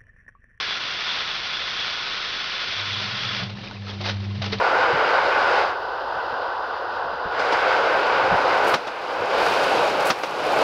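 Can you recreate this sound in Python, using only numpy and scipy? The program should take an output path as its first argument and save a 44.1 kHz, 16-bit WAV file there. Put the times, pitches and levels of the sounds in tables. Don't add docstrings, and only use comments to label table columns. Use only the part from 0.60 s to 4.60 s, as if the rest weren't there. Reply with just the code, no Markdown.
import sys
import numpy as np
from scipy import signal
from scipy.fft import rfft, irfft
from scipy.io import wavfile
from scipy.ndimage import uniform_filter1d

SR = 44100
rng = np.random.default_rng(int(sys.argv[2]) if len(sys.argv) > 2 else 0)


def generate_wav(sig):
    pcm = np.round(np.clip(np.atleast_2d(sig).T, -1, 1) * 32767).astype(np.int16)
    wavfile.write(sys.argv[1], SR, pcm)


N = 176400
T = np.arange(N) / SR


def from_db(db):
    return 10 ** (np.asarray(db) / 20)


def rms_one(x):
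    return x / np.sqrt(np.mean(x ** 2) + 1e-20)


def envelope(rows):
    s, db = np.transpose(rows)
    return from_db(np.interp(T, s, db)) * np.clip((T - s[0]) * 20 + 2, 0, 1)


def drift(corner_hz):
    r = np.exp(-80 * np.pi * corner_hz / SR)
    slow = signal.lfilter([1], [1, -2 * r, r * r], rng.standard_normal(N // 40 + 2002))[2000:]
    return np.interp(np.arange(N) / 40, np.arange(len(slow)), rms_one(slow))


def colour(x, points):
    hz, db = np.transpose(points)
    f = np.arange(N // 2 + 1) * SR / N + 1
    gain = from_db(np.interp(np.log(f), np.log(hz), db)) * np.minimum(f / hz[0], 1)
    return rms_one(irfft(rfft(x) * gain, N))


def resonate(x, hz, width):
    r = np.exp(-np.pi * width / SR)
    feedback = [1, -2 * r * np.cos(2 * np.pi * hz / SR), r * r]
    return signal.lfilter(np.array([1, 0, -1]) * (1 - r * r) / 2, feedback, x)


def ring(clicks, hz, t60):
    r, w = np.exp(-np.log(1000) / (t60 * SR)), 2 * np.pi * hz / SR
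    return signal.lfilter([0, np.sin(w)], [1, -2 * r * np.cos(w), r * r], clicks + 1e-18)


def impacts(per_s, spread_db):
    sizes = from_db(spread_db * np.minimum(rng.exponential(1, N), 4))
    return rms_one(sizes * rng.choice([-1, 1], N) * (rng.random(N) < per_s / SR))


def bubbles(per_s, low_hz, high_hz, cycles, spread_db, count=28):
    clicks = impacts(per_s, spread_db)
    pitch_index = rng.integers(0, count, N)
    return rms_one(sum(ring(clicks * (pitch_index == k), hz, cycles / hz) * np.sqrt(hz)
                       for k, hz in enumerate(np.geomspace(low_hz, high_hz, count))))


# (time [s], relative level [dB])
INLET_LEVEL = [(0, -26.5), (.2, -28.5), (.45, -27.5), (.5, -26.3), (.6, -26), (.65, -28), (.8, -28),
               (1.9, -28), (2.75, -27.5), (2.82, -30.5)]
# (frequency [Hz], gain [dB])
SPRAY_SPECTRUM = [(80, -23), (150, -16), (270, -19), (480, -12), (800, -12), (1250, -6), (3300, -5),
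                  (4400, -7.3), (5300, -11.2), (6000, -17.5), (6800, -27.5)]
# (frequency [Hz], bandwidth [Hz], relative level [dB], flutter [dB], share of spurts [ratio])
CAVITY_MODES = [(1430, 56, -14.5, 0, 0.064), (3413, 160, -8, 1, 1)]
# (time [s], level change [dB])
JET_SPURTS = [(.125, 4.5), (.495, 6), (.59, -1), (.95, 4), (1.211, 7.5), (2.18, 5.5), (2.35, 4)]
VALVE_SHUTS_S, SHUT_DB_PER_S, SPURT_S = 2.836, 331, 0.027

def inlet():
    patter = impacts(per_s=5000, spread_db=3.0) + from_db(-4) * rng.standard_normal(N)
    patter += from_db(-16.5) * impacts(per_s=110, spread_db=2.0)
    froth = bubbles(per_s=1500, low_hz=994, high_hz=4930, cycles=83, spread_db=0.0, count=70)
    out = from_db(-1.63 + 0.8 * drift(38)) * (colour(patter, SPRAY_SPECTRUM) + from_db(-9.5) * froth)
    spurt_db = sum(db * np.exp(-((T - s) / SPURT_S) ** 2) for s, db in JET_SPURTS)
    for hz, width, db, flutter_db, share in CAVITY_MODES:
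        push = impacts(per_s=2500, spread_db=0.5) * from_db(flutter_db * drift(30))
        warped_time = T + 0.016 * np.cumsum(drift(25.16)) / SR
        cavity = np.interp(warped_time, T, resonate(push, hz, width))
        out += from_db(db + share * spurt_db) * rms_one(cavity)
    valve = from_db(-SHUT_DB_PER_S * np.clip(T - VALVE_SHUTS_S, 0, 1))
    return out * envelope(INLET_LEVEL) * valve


# (delay [s], gain [dB])
WALL_REFLECTIONS = [(.002908, -23), (.003903, -22), (.004708, -21), (.005439, -25)]

def tub_walls(x):
    return x + sum(from_db(db) * np.interp(T - s, T, x, left=0) for s, db in WALL_REFLECTIONS)


# (frequency [Hz], gain [dB])
ROOM_SPECTRUM = [(20, 2), (65, -1), (130, 1.5), (250, -9), (1000, -17), (6000, -25.5)]

def room():
    return from_db(-51.5) * colour(rng.standard_normal(N), ROOM_SPECTRUM)


# (time [s], level [dB])
RUMBLE_LEVEL = [(2.05, -62.5), (2.32, -46), (2.6, -37.5), (2.7, -39), (2.93, -34), (3.1, -44), (3.3, -50),
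                (3.6, -44.5), (4, -39)]
# (frequency [Hz], bandwidth per filter stage [Hz], relative level [dB])
TUB_MODES = [(115.2, 14, -1.5), (182, 40, -11)]

def drum():
    out = 0
    for hz, width, db in TUB_MODES:
        shake = resonate(resonate(rng.standard_normal(N), hz, width), hz, width)
        running_rms = np.sqrt(uniform_filter1d(shake ** 2, size=SR // 8) + 1e-12)
        out = out + from_db(db) * shake / running_rms
    return envelope(RUMBLE_LEVEL) * out


# (time [s], level [dB])
LOWER_HUM_LEVEL = [(2.08, -67), (2.19, -42), (2.33, -38.5), (2.45, -45.5), (2.95, -41), (3.11, -52),
                   (3.21, -34), (3.38, -35.5), (3.55, -28), (3.85, -30.5), (4, -37.5)]
# (time [s], level [dB])
UPPER_HUM_LEVEL = [(2.15, -68), (2.38, -46), (2.9, -43), (3.12, -44), (3.5, -38), (3.72, -36.5), (4, -34.5)]
# (frequency [Hz], level re upper hum [dB])
DRIVE_OVERTONES = [(311, -22.5), (355, -17.5), (444, -20.5)]
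MAINS_HZ = 50.0

def motor():
    def tone(hz, waver_rad, flutter_db):
        phase = 2 * np.pi * hz * T + waver_rad * drift(9.4)
        return np.sqrt(2) * np.sin(phase) * from_db(flutter_db * drift(16))
    drive = sum(from_db(db) * tone(hz, waver_rad=1.7, flutter_db=4.5) for hz, db in DRIVE_OVERTONES)
    upper = tone(4 * MAINS_HZ, waver_rad=0.15, flutter_db=1.2) + drive
    lower = tone(2 * MAINS_HZ, waver_rad=0.17, flutter_db=1.2)
    return envelope(LOWER_HUM_LEVEL) * lower + envelope(UPPER_HUM_LEVEL) * upper


# (time [s], relative level [dB])
TRICKLE_LEVEL = [(2.3, -55), (2.8, -43.5), (2.95, -44.5), (3.05, -42), (3.2, -47.5), (3.36, -44.5),
                 (3.58, -46), (3.79, -47), (3.9, -40), (4, -41.5)]
# (frequency [Hz], gain [dB])
DRIP_SPECTRUM = [(150, 4), (450, -2), (1200, -7.5), (2500, -3.5), (3800, -2.5), (5000, -8.5), (6000, -15.5),
                 (6800, -27)]

def trickle():
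    patter = impacts(per_s=1300, spread_db=2.0) + from_db(7.0) * rng.standard_normal(N)
    drips = colour(patter, DRIP_SPECTRUM)
    fizz = bubbles(per_s=1100, low_hz=506, high_hz=4700, cycles=25, spread_db=3.5)
    return envelope(TRICKLE_LEVEL) * from_db(drift(28)) * (from_db(1.5) * drips + from_db(-1.5) * fizz)


# (crest time [s], level [dB], rise [s], fall [s], relative gurgle level [dB])
WATER_SLAPS = [(2.825, -40.5, 0.041, 0.031, 1), (2.898, -38, 0.0054, 0.014, -4),
               (3.045, -41.5, .014, 0.022, -2.5), (3.294, -33.5, 0.024, 0.035, -5),
               (3.414, -31, 0.0069, 0.014, -3.5), (3.456, -26.5, 0.01, 0.039, -8),
               (3.498, -26.5, 0.032, 0.02, -18), (3.65, -41.5, .025, .015, -9),
               (3.755, -41.5, .0055, 0.027, -20), (3.822, -28.5, 0.0044, 0.028, -7.5),
               (3.843, -31, .006, 0.011, -15), (3.863, -29, 0.0077, .01, -13),
               (3.924, -26.5, 0.0018, 0.0053, -20), (3.932, -24, 0.0044, .012, -9)]
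# (frequency [Hz], gain [dB])
SPLASH_SPECTRUM = [(200, -30), (500, 1), (2700, -0.5), (3900, 1.5), (5100, -3.5), (6000, -10), (6800, -19)]

def splashes():
    patter = impacts(per_s=4000, spread_db=3.5) + from_db(-8.0) * rng.standard_normal(N)
    fizz = bubbles(per_s=1500, low_hz=1484, high_hz=5080, cycles=46, spread_db=2.5, count=40)
    spray = colour(patter, SPLASH_SPECTRUM) + from_db(-7.0) * fizz
    gurgle = bubbles(per_s=1000, low_hz=370, high_hz=1300, cycles=16, spread_db=1.5)
    spray_power, gurgle_power = np.zeros(N), np.zeros(N)
    for s, db, rise, fall, gurgle_db in WATER_SLAPS:
        swell = from_db(db) * np.exp(-np.abs(T - s) / np.where(T < s, rise, fall))
        spray_power += swell ** 2
        gurgle_power += (swell * from_db(gurgle_db)) ** 2
    return np.sqrt(spray_power) * spray + np.sqrt(gurgle_power) * gurgle


# (time [s], frequency [Hz], peak level [dB])
LOAD_BLOWS = [(2.812, 189, -27.5), (2.815, 120, -38), (2.958, 115, -29), (3.385, 129, -33),
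              (3.778, 128, -27.5)]
THUD_RISE_S = 0.016

def thuds():
    out = np.zeros(N)
    for s, hz, db in LOAD_BLOWS:
        age = np.maximum(T - s, 0)
        swell = (age / THUD_RISE_S * np.exp(1 - age / THUD_RISE_S)) ** 2
        out += from_db(db) * swell * np.sin(2 * np.pi * hz * age)
    return out


# (time [s], bubble frequency [Hz], peak level [dB], 60 dB decay [s], tick re ring [dB])
SINGLE_DROPS = [(3.075, 2480, -30.5, .025, -2), (3.111, 910, -31.5, .035, 7),
                (3.112, 1480, -30.5, 0.023, 12), (3.167, 2500, -34, .027, -8), (3.27, 1344, -32, 0.039, -3),
                (3.3, 3290, -29, 0.045, -5), (3.444, 2100, -28, .04, -12), (3.483, 549, -28, 0.11, -7),
                (3.498, 3000, -18.5, .0055, 8), (3.817, 665, -26, 0.049, -8), (3.861, 440, -30, 0.098, -7),
                (3.926, 441, -21.5, 0.099, -8)]

def drops():
    out = np.zeros(N)
    for s, hz, db, t60, tick_db in SINGLE_DROPS:
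        click = from_db(db) * (np.arange(N) == int(s * SR))
        out += ring(click, hz, t60) + from_db(tick_db) * ring(click, hz=2800, t60=0.0009)
    return out


def scene():
    water = tub_walls(inlet() + trickle() + splashes() + drops())
    return (water + room() + drum() + motor() + thuds())[None]


def record(dry):
    gentle = signal.firwin(61, cutoff=6300, fs=SR)
    steep = signal.firwin(401, cutoff=7150, window="blackman", fs=SR)
    soft = signal.fftconvolve(dry, gentle[None], "same", axes=1)
    return signal.fftconvolve(soft, steep[None], "same", axes=1)


dry = scene()
out = record(dry)
generate_wav(out)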